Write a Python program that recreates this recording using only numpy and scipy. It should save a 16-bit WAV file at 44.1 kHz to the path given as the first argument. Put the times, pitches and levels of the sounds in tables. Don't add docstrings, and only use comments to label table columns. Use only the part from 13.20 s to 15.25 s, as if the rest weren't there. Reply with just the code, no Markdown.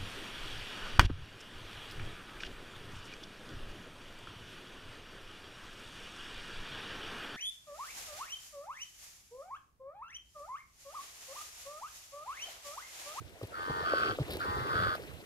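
import sys
import numpy as np
from scipy import signal
from scipy.fft import rfft, irfft
from scipy.io import wavfile
from scipy.ndimage import uniform_filter1d

SR = 44100
rng = np.random.default_rng(int(sys.argv[2]) if len(sys.argv) > 2 else 0)


def pcm_store(signal):
    levels = np.round(np.clip(np.atleast_2d(signal), -1, 1) * 32767)
    wavfile.write(sys.argv[1], SR, levels.astype(np.int16).T)


def attenuation_scalar(level_db):
    decades = np.asarray(level_db, float) / 20
    return 10 ** decades


N = 90404

# [t/s, level/dB, pulse rate f/Hz]
BUZZ_CURVES = [
    [(0.312, -65, 88.1), (0.35, -42.5, 86), (0.444, -44, 90.83), (0.61, -40.5, 92.15), (0.652, -46, 94.5),
     (0.69, -31, 95.3)],
    [(1.19, -54, 84.82), (1.214, -38.5, 88.6), (1.246, -40.5, 91.94), (1.432, -44, 93.5),
     (1.486, -43, 95.6), (1.54, -28, 102.6)],
]
# [f/Hz, width/Hz, level/dB]
BUZZ_THROATS = [
    [(850, 300, -12.5), (1080, 340, -2), (1247, 74, 6.5), (1460, 210, -3.5), (1806, 147, -6.5),
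     (2098, 92, -15), (3240, 630, -22), (4550, 620, -24)],
    [(795, 135, -13), (1040, 250, 2.5), (1225, 260, -1.5), (1514, 184, 1), (1873, 95, -6.5), (2058, 51, -7),
     (3500, 400, -18.5), (4800, 1500, -24)],
]
# [f/Hz, width/Hz, level/dB]
CLOSED_BEAK = [(1360, 340, 0), (4500, 700, -28)]
# [t/s, level/dB, pulse rate f/Hz]
RASP_CURVES = [
    [(0.625, -45, 88.16), (0.66, -38.5, 87.0), (0.724, -37.5, 79.56), (0.772, -35.5, 79.33),
     (0.915, -37, 78.52), (0.96, -60, 80.8)],
    [(1.48, -64, 90.3), (1.528, -39, 86.86), (1.574, -36.5, 86.3), (1.684, -36.5, 87.23),
     (1.748, -40, 88.4), (1.79, -83, 84.4)],
]
# [f/Hz, width/Hz, level/dB]
RASP_THROATS = [
    [(496, 300, -14), (1110, 78, 6), (1282, 220, 6.5), (1527, 132, 7.5), (1850, 340, -15), (2650, 300, -21),
     (3230, 480, -13), (4550, 500, -15), (5200, 500, -22), (12000, 6000, -48)],
    [(534, 270, -15), (1144, 240, 4), (1288, 69, 4.5), (1480, 208, 5), (1920, 67, -14.5), (3350, 630, -15),
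     (4650, 950, -21.5), (12100, 6000, -40)],
]
# [f/Hz, lag/radians, level/dB]
FAR_PORT_BEND = [(0, 0, 0), (600, .8, 0), (800, 1.3, 0), (950, 3.3, 0), (1300, 4.3, 0), (1600, 4.4, 0),
                 (1850, 6.5, -3), (2600, 6.8, -5), (3400, 8.2, -2), (3800, 8.6, 0), (4400, 7.3, 0),
                 (5200, 8.8, 0)]
# [t/s, length/s, thump level/dB, thump f/Hz, feather swish level/dB]
WING_BEATS = [(0.223, 0.042, -43.5, 122.7, -47), (0.495, 0.026, -36.5, 130, -36),
              (0.837, 0.11, -52, 116.8, -39.5), (0.896, 0.036, -39, 112.4, -62),
              (0.994, 0.041, -31, 117, -37.5), (1.086, 0.11, -42, 88, -42), (1.281, 0.038, -39.5, 85, -53),
              (1.363, 0.042, -38, 83.9, -45.5), (1.402, 0.043, -39, 97, -54),
              (1.538, 0.046, -37.5, 85.6, -40), (1.578, 0.101, -38, 88.2, -48),
              (0.625, 0.011, -41.5, 100, -75)]
# [t/s, peak level/dB, f/Hz]
WING_CLAPS = [(0.016, -39.5, 356), (0.213, -26.5, 516), (0.48, -26, 490), (0.735, -10.5, 541),
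              (0.986, -17.5, 526), (1.063, -32.5, 310), (1.081, -30.5, 428), (1.17, -25, 385),
              (1.254, -25, 410), (1.286, -36.5, 388), (1.367, -29, 375), (1.666, -22.5, 560),
              (1.752, -24.5, 616), (1.78, -30, 640), (1.836, -34.5, 1580)]
# [t/s, peak level/dB]
FEATHER_TICKS = [(.0957, -44), (.231, -38), (.272, -38), (.57, -42), (.785, -35), (1.082, -38),
                 (1.104, -38), (1.108, -28), (1.114, -32), (1.124, -31), (1.135, -27), (1.152, -36),
                 (1.170, -29), (1.199, -38), (1.355, -43), (1.753, -32), (1.826, -44), (1.871, -44),
                 (1.937, -44)]
# [t/s, length/s, level/dB]
FEATHER_RUSTLES = [
    (1.102, .085, -45),
    (.49, .03, -59),
    (.225, .04, -62),
    (1.01, .03, -59),
    (1.815, .04, -59),
    (1.195, .11, -57),
    (.84, .08, -60),
    (1.745, .02, -54),
]
# [f/Hz, width/Hz, level/dB]
FEATHER_TONES = [(1980, 2500, -8), (4130, 1760, -3), (11880, 5400, -15.5)]
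# [t/s, level/dB]
BUSTLE_CURVE = [(0.0, -63.5), (0.48, -52.5), (0.66, -46.5), (0.85, -43.5), (0.95, -50), (1.11, -50),
                (1.63, -47), (1.94, -55.5), (2.05, -56.5)]
# [f/Hz, level per Hz/dB]
GROUND_COLOUR = [(150, -18), (330, -1.5), (550, -1.5), (800, -14.5), (1500, -14.5), (2500, -14),
                 (3800, -18.5), (6000, -30.5)]
# [t/s, level/dB]
LEAF_CURVE = [(0, -88), (.45, -72), (.8, -62), (1.05, -67), (1.3, -60.5), (1.7, -62), (1.8, -65),
              (2.05, -65)]
# [t/s, left level/dB, right level/dB]
WIND_CURVES = [(0, -50, -44.5), (.2, -74, -61), (.5, -61.5, -51.5), (.9, -56.5, -49), (1.3, -72, -47.5),
               (1.649, -43, -40), (1.78, -96, -50.5), (1.9, -81, -44.5), (2.05, -77, -56)]


def rms_one(x):
    return x / np.sqrt(np.mean(x ** 2) + 1e-20)


def in_time(rows):
    t, *columns = np.transpose(rows)
    return [np.interp(np.arange(N) / SR, t, column) for column in columns]


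def drift(rate_hz):
    r = np.exp(-2 * np.pi * rate_hz * 40 / SR)
    slow = signal.lfilter([1], [1, -2 * r, r * r], rng.standard_normal(N // 40 + 2002))[2000:]
    return np.interp(np.arange(N) / 40, np.arange(len(slow)), rms_one(slow))


def band(x, low_hz, high_hz, order=2):
    return signal.sosfilt(signal.butter(order, [low_hz, high_hz], "band", fs=SR, output="sos"), x)


def resonances(x, table, order=1):
    out = 0
    for k, (hz, width_hz, db) in enumerate(table):
        r = np.exp(-np.pi * width_hz / SR)
        ring = [2, -4 * r * np.cos(2 * np.pi * hz / SR), 2 * r * r]
        y = x
        for _ in range(order):
            y = signal.lfilter([1 - r * r, 0, r * r - 1], ring, y)
        out = out + (-1) ** k * attenuation_scalar(db) * y
    return out


def window(start, length, rise, fall):
    t = np.arange(N) / SR - start
    return np.sin(np.pi / 2 * np.clip(np.minimum(t / rise, (length - t) / fall), 0, 1)) ** 2


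def smear(x):
    for delay_s in (.0008, .0013):
        taps = np.zeros(int(delay_s * SR) + 1)
        taps[[0, -1]] = .4, 1
        x = signal.lfilter(taps, taps[::-1], x)
    return x


def ports(x, lead_s, pan_db=0.):
    turn = np.exp(-1j * np.pi * np.arange(N + 1) / N * lead_s * SR)
    late = irfft(rfft(x, 2 * N) * turn)[:N]
    return np.array([x * attenuation_scalar(pan_db / 2), late * attenuation_scalar(-pan_db / 2)])


def round_housing(x):
    hz, lag, db = np.transpose(FAR_PORT_BEND)
    grid_hz = np.arange(N + 1) / N * SR / 2
    bend = attenuation_scalar(np.interp(grid_hz, hz, db)) * np.exp(-1j * np.interp(grid_hz, hz, lag))
    return np.array([x, irfft(rfft(x, 2 * N) * bend)[:N]])


def buzz():
    waver_db, spread, breath, wobble = 2.6, 2.5, .42, .003
    beak_opens_s, closed_db = .1, -1.5
    out = 0
    for rows, throat in zip(BUZZ_CURVES, BUZZ_THROATS):
        start, end = rows[0][0], rows[-1][0]
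        db, hz = in_time(rows)
        phase = 2 * np.pi * np.cumsum(hz * (1 + wobble * drift(25.4))) / SR
        harmonics = 0
        for k in range(5, 56):
            tone = np.cos(k * phase + spread * rng.standard_normal())
            harmonics = harmonics + attenuation_scalar(waver_db * drift(7.8)) * tone
        airflow = 1 + np.cos(phase)
        source = rms_one(harmonics) + breath * rng.standard_normal(N) * airflow
        clicks = np.diff(phase // (2 * np.pi), prepend=0)
        sharp = rms_one(smear(smear(clicks))) + .9 * airflow * rng.standard_normal(N)
        opened = window(start, 1, beak_opens_s, 1e-3) ** 2
        open_voice = rms_one(resonances(source, throat, order=2))
        closed_voice = attenuation_scalar(closed_db) * rms_one(resonances(sharp, CLOSED_BEAK, order=2))
        voice = opened * open_voice + (1 - opened) * closed_voice
        out = out + window(start, end - start, 0.0076, 0.049) * attenuation_scalar(db + 6.5) * voice
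    return out


def rasp():
    jitter, uneven_db, strong_weak_db = .006, 1.2, .5
    second_slap_cycle, second_slap_db = .42, -4
    breath, puff_fade = .2, 3.2
    count = np.arange(250)
    out = 0
    for rows, throat in zip(RASP_CURVES, RASP_THROATS):
        start, end = rows[0][0], rows[-1][0]
        db, hz = in_time(rows)
        cycle = np.cumsum(hz) / SR
        chance = rng.standard_normal((250, 3))
        size = attenuation_scalar(uneven_db * chance[:, 0] + strong_weak_db * (-1.) ** count)
        first = np.searchsorted(cycle, count + jitter * chance[:, 1])
        second = np.searchsorted(cycle, count + second_slap_cycle + 2 * jitter * chance[:, 2])
        pulses = np.zeros(N + 1)
        pulses[first] = size
        pulses[second] = size * attenuation_scalar(second_slap_db)
        puff = np.exp(-puff_fade * (cycle % 1)) * size[cycle.astype(int)] * rng.standard_normal(N)
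        source = (1 - breath) * rms_one(smear(pulses[:N])) + breath * rms_one(puff)
        voice = rms_one(resonances(source, throat, order=2))
        out = out + window(start, end - start, 0.049, 0.0058) * attenuation_scalar(db + 6) * voice
    return out


def beats():
    overtone, gust_share = 0.083, .6
    noise = rng.standard_normal(N)
    wobble = 1 + .12 * drift(25)
    lumps = attenuation_scalar(0.56 * drift(70))
    gust = rms_one(band(noise, 31.0, 181))
    swish_tones = [(340, 264, 0), (3500, 3000, -28)]  # f/Hz, width/Hz, level/dB
    swish = rms_one(resonances(noise * attenuation_scalar(3.0 * drift(95)), swish_tones, order=2))
    out = 0
    for start, length, db, hz, swish_db in WING_BEATS:
        turn = 2 * np.pi * hz * np.cumsum(wobble) / SR
        thump = (np.sin(turn) + overtone * np.sin(2 * turn)) * lumps + gust_share * gust
        beat = attenuation_scalar(db) * thump + attenuation_scalar(swish_db) * swish
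        out = out + window(start, length, 0.12 * length, 0.49 * length) * beat
    return out


def claps():
    rise_cycles, fade_cycles, bite = 1, 1.094, 0.25
    t, out = np.arange(N) / SR, 0
    for start, db, hz in WING_CLAPS:
        cycles = np.clip((t - start) * hz, 0, 40)
        knock = np.sin(2 * np.pi * cycles) + bite * np.sin(4.6 * np.pi * cycles)
        shape = (1 - np.exp(-(cycles / rise_cycles) ** 2)) * np.exp(-cycles / fade_cycles)
        out = out - attenuation_scalar(db + 4) * knock * shape
    return out


def feathers():
    tick_s, tick_db, body_db, grains_per_s = .0012, -3, 1.0, 1500
    t, noise = np.arange(N) / SR, rng.standard_normal(N)
    tick_shape = sum(attenuation_scalar(db) * (t > s) * np.exp(-np.abs(t - s) / tick_s) for s, db in FEATHER_TICKS)
    tick_noise = band(noise, 7000, 15500) + attenuation_scalar(body_db) * band(noise, 1200, 5500)
    ticks = tick_shape * attenuation_scalar(tick_db) * tick_noise
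    grain_size = attenuation_scalar(3 * np.minimum(rng.exponential(1, N), 3))
    grains = (rng.random(N) < grains_per_s / SR) * grain_size * rng.choice([-1, 1], N)
    rustle = rms_one(resonances(rms_one(grains) + 0.16 * noise, FEATHER_TONES, order=2))
    rubbing = sum(attenuation_scalar(db) * window(s, length, .005, .45 * length) for s, length, db in FEATHER_RUSTLES)
    return ticks + rustle * rubbing


def bustle():
    patchy_db, own_share = 3.5, 0.68
    hz, db = np.transpose(GROUND_COLOUR)
    white = rng.standard_normal((2, 3, N))
    together = drift(14)
    edges_hz = 130 * 2 ** np.arange(0, 6.1, .5)
    out = 0
    for k, (low, high) in enumerate(zip(edges_hz, edges_hz[1:])):
        colour_db = np.interp(np.log(low * high) / 2, np.log(hz), db)
        gain_db = colour_db + patchy_db * (0.14 * together + drift(33.8))
        out = out + attenuation_scalar(gain_db) * band(white[k % 2], low, high)
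    out = rms_one(out)
    return attenuation_scalar(in_time(BUSTLE_CURVE)[0] + 2) * (ports(out[0], .0002, 0.31) + own_share * out[1:])


def leaves():
    hiss = rms_one(band(rng.standard_normal((2, N)), 9800, 18000, order=3))
    return attenuation_scalar(in_time(LEAF_CURVE)[0] + 1.4 * drift(8)) * hiss


def wind():
    rumble = band(rng.standard_normal((2, N)), 50.3, 127)
    return np.array([attenuation_scalar(db + 1.5 * drift(5.7)) * rms_one(r) for db, r in zip(in_time(WIND_CURVES), rumble)])


def scene():
    echo_s, echo_db = .013, -10
    call = buzz() + rasp()
    echo = attenuation_scalar(echo_db) * np.roll(call, int(echo_s * SR))
    birds = round_housing(call + echo)
    wings = ports(beats(), .00014, 0.13) + ports(claps(), .00014, 1.2) + ports(feathers(), .0002, 0.64)
    return birds + wings + bustle() + leaves() + wind()


def roll_off(x):
    return signal.sosfilt(signal.butter(12, 15790, fs=SR, output="sos"), x)


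def record(dry):
    air_db, hiss_db = -57.5, [[-56.5], [-74]]
    loudness = np.sqrt(uniform_filter1d(dry[0] ** 2, size=4000) + 1e-9)
    level = (loudness / attenuation_scalar(-48.5)) ** 0.22
    dry = dry + attenuation_scalar(air_db) * level * band(rng.standard_normal(dry.shape), 600, 2500)
    hiss = band(rng.standard_normal(dry.shape), 1170, 11800, order=1) * attenuation_scalar(hiss_db) * level
    hiss[1] *= attenuation_scalar(drift(33))
    dip = signal.cheby2(7, 30, 5300 * 1.23, fs=SR, output="sos")
    right = signal.sosfiltfilt(dip, dry[1])
    right = right + band(attenuation_scalar(-3.5) * dry[1] + hiss[1], 8800, 15100, order=3)
    x = np.array([dry[0] + hiss[0], right])
    x = signal.sosfilt(signal.butter(2, 42.6, "high", fs=SR, output="sos"), x)
    x = signal.sosfilt(signal.cheby2(14, 70, 16200, fs=SR, output="sos"), x)
    return roll_off(x)


dry = scene()
out = record(dry)
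pcm_store(out)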